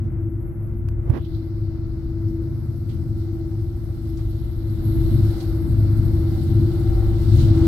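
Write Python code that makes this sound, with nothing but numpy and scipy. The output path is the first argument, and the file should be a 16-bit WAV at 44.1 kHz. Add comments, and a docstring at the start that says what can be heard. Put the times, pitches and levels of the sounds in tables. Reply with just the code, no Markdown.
"""Inside a moving cable car. From the start the cabin rumbles and drones, air rushes past the walls,
and two close tones of the running gear beat as a throbbing hum; a hand ticks and scuffs on the camera.
At 1.1 s a finger bumps the right microphone port and brushes off it, uncovering a hollow hiss.
From 3.5 s the wheels sing faintly on the cable now and then. In the last three seconds
the sound grows louder in two steps as the camera zooms in, and both ports hiss harder."""
import sys
import numpy as np
from scipy import signal
from scipy.fft import rfft, irfft, next_fast_len
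from scipy.io import wavfile
from scipy.ndimage import uniform_filter1d, map_coordinates

SR = 44100
rng = np.random.default_rng(int(sys.argv[2]) if len(sys.argv) > 2 else 0)


def dump_mix(stems):
    """Bounce the given channels to the path in sys.argv[1] as a 16-bit WAV at rate SR."""
    frames = np.atleast_2d(stems).T  # one column per channel
    limited = np.clip(frames, -1, 1)  # hard clip at full scale
    pcm = np.round(limited * 32767).astype(np.int16)
    wavfile.write(sys.argv[1], SR, pcm)


N = 338247

# the camera's audio zoom lifts the level in two steps: t/s, gain/dB
ZOOM_GAIN = [(0, 0), (3.9, -0.33), (4.62, 0.5), (5.05, 7.5), (6.35, 7), (7.2, 8), (7.35, 11), (7.65, 13)]


def amp(db):
    """Decibels to gain."""
    return 10 ** (np.asarray(db) / 20)


def unit(x):
    """Scaled to rms 1."""
    return x / np.sqrt(np.mean(x ** 2) + 1e-20)


def pan(db):
    """Stereo gains that put the left side db above the right."""
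    return amp([[db / 2], [-db / 2]])


def curves(rows):
    """Automation: one value per sample for each column after the time."""
    times, *columns = np.transpose(rows)
    return [np.interp(np.arange(N) / SR, times, column) for column in columns]


def wobble(rate):
    """A smooth random curve, rate knots a second."""
    knots = rng.standard_normal(int(N * rate / SR) + 4)
    return map_coordinates(knots, [np.arange(N) * rate / SR])


def filtered(x, response):
    """x equalised by a gain that is a function of frequency."""
    size = x.shape[-1]
    padded = next_fast_len(size + 8192)
    return irfft(rfft(x, padded) * response(np.fft.rfftfreq(padded, 1 / SR)), padded)[..., :size]


def noise(spectrum):
    """Noise of rms 1, coloured by points of f/Hz, level/dB."""
    f, db = np.transpose(spectrum)
    white = rng.standard_normal(N)
    return unit(filtered(white, lambda hz: amp(np.interp(np.log(hz + 1), np.log(f), db))))


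def wide(spectrum, side_db):
    """Stereo noise: a shared part and a part opposite in the two ears."""
    mid, side = noise(spectrum), amp(side_db) * noise(spectrum)
    return np.array([mid + side, mid - side])


def hump(hz, centre, octaves):
    """Bell-shaped gain of a resonance."""
    return 1 / (1 + (np.log2((hz + 1) / centre) / octaves) ** 2 / 2)


def narrow(centre_hz, octaves):
    """Noise of rms 1 ringing in one resonance."""
    return unit(filtered(rng.standard_normal(N), lambda hz: hump(hz, centre_hz, octaves) ** 2))


def patchy(x, depth_db):
    """Random gain patches, a kilohertz wide and tens of ms long, make a hiss rustle."""
    spectra = signal.stft(x, nperseg=256)[2]
    patches = uniform_filter1d(rng.standard_normal(spectra.shape), size=7, axis=0)
    patches = unit(uniform_filter1d(patches, size=12, axis=1))
    return unit(signal.istft(spectra * amp(depth_db * patches), nperseg=256)[1][:N])


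def partial(hz, drift_hz, flutter_db, rate):
    """A sine of rms 1 that wanders a little in pitch and level."""
    cycles = np.cumsum(hz + drift_hz * wobble(rate)) / SR + rng.random()
    return unit(np.sin(2 * np.pi * cycles) * amp(flutter_db * wobble(rate)))


def stroke(at, attack, hold, release):
    """An envelope that climbs 60 dB to its peak, holds, and falls 60 dB; times in s."""
    t = np.arange(N) / SR - at
    return amp(-60 * (np.maximum(-t, 0) / attack + np.maximum(t - hold, 0) / release))


def air_and_drive(level_db=-55):
    """A bed of air rushing along the walls, with the thin whine of the drive in it."""
    rush_spectrum = [(200, -20), (380, 0), (520, 1.5), (720, -3.5), (950, -8), (1150, -10.5), (1380, -8),
                     (1800, -17), (2100, -16), (2600, -26), (4500, -45.5), (12000, -99)]  # colour of the rush: f/Hz, level/dB
    whine_partials = [(654, -14.5), (1361, -20), (2041, -22), (2723, -31.5)]  # tones of the drive: f/Hz, level/dB against the rush
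    zoom_db, = curves(ZOOM_GAIN)
    rush = amp(0.8 * wobble(9)) * wide(rush_spectrum, side_db=-2.5)
    whine = sum(amp(db) * partial(hz, drift_hz=7.03, flutter_db=2.5, rate=18)
                for hz, db in whine_partials)
    return amp(level_db + zoom_db) * (rush + whine) * pan(0.5)


def wheel_song():
    """The wheels sing on the cable: one breathy note fades in and out."""
    notes = [(3.55, .4, -63), (5.4, 0.063, -53.5), (6.41, .08, -52.5), (6.98, .17, -50), (7.55, .1, -54)]  # each return of the note: centre t/s, half length/s, level/dB
    t = np.arange(N) / SR
    envelope = sum(amp(db) * np.exp(-((t - at) / half) ** 2 / 2) for at, half, db in notes)
    return envelope * narrow(centre_hz=774, octaves=0.03) * pan(0.5)


def port_hollow(lift_s=1.13, ease_s=0.083, shut_hz=1800, covered_db=-21.5, opening_db=11):
    """The right port's hollow rises in pitch as the finger lifts; gives its sound and its gain in dB."""
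    hover = [(1.25, 4190, 0.3), (1.7, 4400, .34), (3.5, 4460, .47), (4.4, 4010, 0.37), (5.1, 4000, 0.24),
             (5.5, 4210, 0.32), (7.67, 3980, .37)]  # the open hollow under the hovering finger: t/s, f/Hz, width/octaves
    modes = [(2950, .08, -16), (5350, .045, -13)]  # steady port resonances: f/Hz, width/octaves, level/dB re the hollow

    def cover(t):
        return np.exp(-np.maximum(t - lift_s, 0) / ease_s)  # 1 shut, 0 open

    hz, frames, spectra = signal.stft(rng.standard_normal(N), SR, nperseg=512)
    times, *columns = np.transpose(hover)
    open_hz, octaves = (np.interp(frames, times, column) for column in columns)
    centre_hz = open_hz + (shut_hz - open_hz) * cover(frames)
    shape = hump(hz[:, None], centre_hz, octaves * (1 + cover(frames))) ** 2
    shape /= np.linalg.norm(shape, axis=0)  # even power through the sweep
    hollow = unit(signal.istft(spectra * shape, SR, nperseg=512)[1][:N])
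    t = np.arange(N) / SR
    closeness = np.sqrt(cover(t))
    ring = (1 - closeness) * sum(amp(db) * narrow(f, width) for f, width, db in modes)
    finger_db = np.where(t < lift_s, covered_db, opening_db * closeness)
    return hollow + ring, finger_db


def port_hiss(left_db=-71, right_db=-61.5):
    """The draught hisses across both microphone ports, airy on the left and hollow on the right."""
    draught = [(0, -2), (1.35, 0.5), (2, -1), (3.88, 2.5), (4.1, 9), (4.65, 7.5), (5.1, 17), (5.42, 20),
               (5.58, 7.5), (5.85, 9.5), (6.4, 15), (7.1, 14), (7.42, 25.5), (7.52, 18), (7.67, 24.5)]  # strength of the draught: t/s, gain/dB
    left_spectrum = [(1200, -22.5), (2800, 5), (4300, -2.5), (6000, -0.5), (8000, 0.5), (9700, -1),
                     (10700, -4.5), (11600, -1.5), (12700, -4), (15800, -4.5)]  # colour of the left port: f/Hz, level/dB
    draught_db, = curves(draught)
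    zoom_db, = curves(ZOOM_GAIN)
    hollow, finger_db = port_hollow()
    hollow_db = right_db + 0.52 * draught_db + 0.41 * zoom_db + finger_db
    left = amp(left_db + draught_db + 1.1 * wobble(25)) * patchy(noise(left_spectrum), depth_db=1.3)
    right = amp(hollow_db + 0.33 * wobble(25)) * patchy(hollow, depth_db=1.13)
    return np.array([left, right])


def slit_fizz():
    """Treble fizz, hard right: the slit under the finger gathers it into one band, adding no power."""
    spectrum = [(4000, -41.5), (7000, -21.5), (7700, -8), (8100, -5), (8600, -9), (9300, -9), (10200, -8),
                (11500, -4), (13200, -8), (14000, -1), (15600, -16.5)]  # colour of the fizz: f/Hz, level/dB
    levels = [(0, -70.5, 3), (.5, -62.5, 5), (1, -69, 3.5), (1.2, -62.5, 2.5), (1.75, -68.5, -1),
              (2.7, -60, 0.5), (3.35, -62, -11.5), (4.4, -57.5, 4.5), (4.65, -57.5, 4), (4.9, -49, 5.5),
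              (5.7, -52.5, -0.5), (7.67, -56, -6.5)]  # fizz automation: t/s, level/dB, slit band/dB against the rest
    fizz_db, slit_db = curves(levels)
    sizzle = noise(spectrum) + amp(slit_db) * narrow(centre_hz=11600, octaves=0.062)
    sizzle /= np.hypot(1, amp(slit_db))
    fizz = amp(fizz_db + 1.3 * wobble(40)) * patchy(sizzle, depth_db=2.0)
    return np.array([np.zeros(N), fizz])


def handling(attack_share=0.091):
    """The hand ticks and scuffs on the camera: noise bursts, the longer the softer in attack."""
    # each touch: t/s, level/dB, centre f/Hz, width/octaves, t60/s, left minus right/dB
    touches = [(.035, -61.5, 3200, 0.71, .2, -1), (.665, -67.5, 6040, 0.66, .17, -6),
               (.725, -65.5, 3430, .49, .15, -3.5), (.886, -34.5, 1277, 0.35, .012, -6.5),
               (.887, -42, 4800, 0.98, 0.01, -11.5), (1.100, -33, 890, 0.44, .013, -17),
               (1.0998, -42, 8950, .69, .008, -12.5), (1.245, -52, 3430, .18, 0.097, -20),
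               (1.335, -52.5, 4050, .15, 0.15, -17.5), (2.273, -56, 5100, .17, 0.15, -2),
               (2.884, -49.5, 3400, 0.43, 0.23, -10), (3.15, -61.5, 4180, .2, 0.56, -22),
               (4.170, -46.5, 5040, 0.37, .07, -2.5), (4.18, -43, 800, .66, .14, -4.5),
               (5.402, -38, 4120, 0.34, 0.062, -2.5), (5.66, -53, 9750, .3, 0.33, -10.5),
               (5.97, -50.5, 10450, .29, .1, -13.5), (6.79, -49, 10100, .35, .17, -8.5),
               (7.385, -39, 3750, 0.37, 0.26, -7)]
    out = np.zeros((2, N + SR))
    t = np.arange(SR // 2) / SR
    for at, db, centre, octaves, t60, pan_db in touches:
        burst = unit(filtered(rng.standard_normal((2, len(t))), lambda hz: hump(hz, centre, octaves)))
        attack = 1 - np.exp(-t / (attack_share * t60))
        decay = amp(db + 1.5 - 60 * t / t60)
        start = round(at * SR)
        out[:, start:start + len(t)] += attack * decay * burst * pan(pan_db)
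    return out[:, :N]


def finger_bump(push_s=1.1037, push_hz=100, half_length_s=0.0046):
    """A fingertip grazes the right port, pushes air into it with a thump, then slides off."""
    skin_spectrum = [(60, -13.5), (250, 9.5), (500, -0.5), (900, -10), (1800, -18), (2800, -30),
                     (5500, -37), (12000, -78)]  # colour of rubbing skin: f/Hz, level/dB
    t = np.arange(N) / SR - push_s
    push = -amp(-1.5) * np.cos(2 * np.pi * push_hz * t) * np.exp(-(t / half_length_s) ** 2 / 2)
    graze = amp(-39) * stroke(at=1.074, attack=0.29, hold=0.035, release=0.076)
    slide = amp(-24) * stroke(at=1.145, attack=0.15, hold=0.031, release=0.095)
    brush = (graze + slide) * amp(1.3 * wobble(120)) * noise(skin_spectrum)
    return push * amp([[-11], [0]]) + brush * amp([[-28], [0]])


def running_gear(ratio=1.0514):
    """Two tones about 17 Hz apart drift together and beat as a throbbing hum."""
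    pitch = [(0, 327.2), (1.2, 327), (2.1, 330), (3, 328.3), (6.3, 327), (7.67, 329.1)]  # the lower tone, drifting with the speed: t/s, f/Hz
    levels = [(0, -42.5, -42.5), (.28, -33.5, -39.5), (.8, -49.5, -39.5), (1.15, -39.5, -40.5),
              (1.6, -35, -41.5), (1.87, -37, -45.5), (2.38, -30.5, -42), (2.66, -41, -43.5),
              (3.45, -32.5, -39), (3.85, -43.5, -40.5), (4.15, -32, -42.5), (4.5, -42, -40),
              (4.95, -30.5, -44.5), (5.25, -38, -40), (5.8, -41, -45), (6.68, -35, -38), (7.15, -42, -38.5),
              (7.6, -32.5, -44.5)]  # the two tones before the zoom gain: t/s, lower level/dB, upper level/dB
    hz, = curves(pitch)
    zoom_db, = curves(ZOOM_GAIN)
    lower_db, upper_db = curves(levels)
    lower = amp(lower_db) * partial(hz, drift_hz=0.4, flutter_db=1.6, rate=8)
    upper = amp(upper_db) * partial(ratio * hz, drift_hz=0.35, flutter_db=1.2, rate=8)
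    return amp(zoom_db) * (lower + upper) * pan(3.07)


def cabin(rumble_db=-26, sway_db=-30):
    """The rolling carriage sets the cabin droning: unsteady tones on a dull rumble, above a deep sway."""
    drone_partials = [(84.5, -9), (102.5, -4.5), (106.5, -7), (112, -17.5), (130, -11), (149, -16.5),
                      (178, -25), (205, -24), (226, -23.5), (273, -24)]  # tones of the cabin drone: f/Hz, relative level/dB
    boom_partials = [(43, -14.5), (55, -6), (70, -7)]  # deep tones of the sway: f/Hz, relative level/dB
    rumble_spectrum = [(45, -30), (80, -1.5), (110, 2), (160, -12.5), (240, -14.5), (310, -19.5),
                       (380, -31), (520, -43), (1200, -150)]  # colour of the rumble: f/Hz, level/dB
    sway_spectrum = [(10, -24), (19, -18), (27, -7), (38, -1.5), (68, -7), (90, -9.5), (150, -49.5),
                     (500, -150)]  # colour of the sway: f/Hz, level/dB
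    trims = [(0, 0, 3), (.2, -4, -1), (1.05, 4, -0.5), (1.3, -0.5, -1.5), (2.4, -0.5, 0), (3.05, -5, 2.5),
             (3.4, -.5, -1), (4.75, 2.5, -1.5), (5.05, 4.5, -0.5), (5.2, 0, 0.5), (5.4, -4.5, -8.5),
             (5.68, 1, 0), (6.35, 1, -1), (6.62, -5.5, 2.5), (7, 3.5, -7), (7.35, -0.5, 2),
             (7.65, -2.5, -2)]  # irregular rises and dips in loudness: t/s, sway/dB, rumble/dB
    zoom_db, = curves(ZOOM_GAIN)
    sway_trim_db, rumble_trim_db = curves(trims)
    rumble_gain = amp(rumble_db + zoom_db + rumble_trim_db + 0.72 * wobble(8))
    sway_gain = amp(sway_db + zoom_db + sway_trim_db + 0.88 * wobble(7))
    drone = sum(amp(db) * partial(hz, drift_hz=1.106, flutter_db=1.5, rate=4)
                for hz, db in drone_partials)
    boom = sum(amp(db) * partial(hz, drift_hz=1.1, flutter_db=1.0, rate=4) for hz, db in boom_partials)
    rumble = drone + amp(-6) * wide(rumble_spectrum, side_db=-8.5)
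    sway = boom + amp(-4.5) * wide(sway_spectrum, side_db=-8.0)
    return rumble_gain * rumble * pan(2.43) + sway_gain * sway * pan(2.1)


def scene():
    """The ride, mixed with the close-up sounds at the camera."""
    ride = cabin() + running_gear() + air_and_drive() + wheel_song()
    return ride + port_hiss() + slit_fizz() + finger_bump() + handling()


def record(dry, top_hz=15790):
    """The camera soft-clips the highest peaks and keeps nothing above its band limit."""
    rounded = dry / (1 + np.abs(dry) ** 8) ** (1 / 8)
    return filtered(rounded, lambda hz: hz < top_hz)


dry = scene()
out = record(dry)
dump_mix(out)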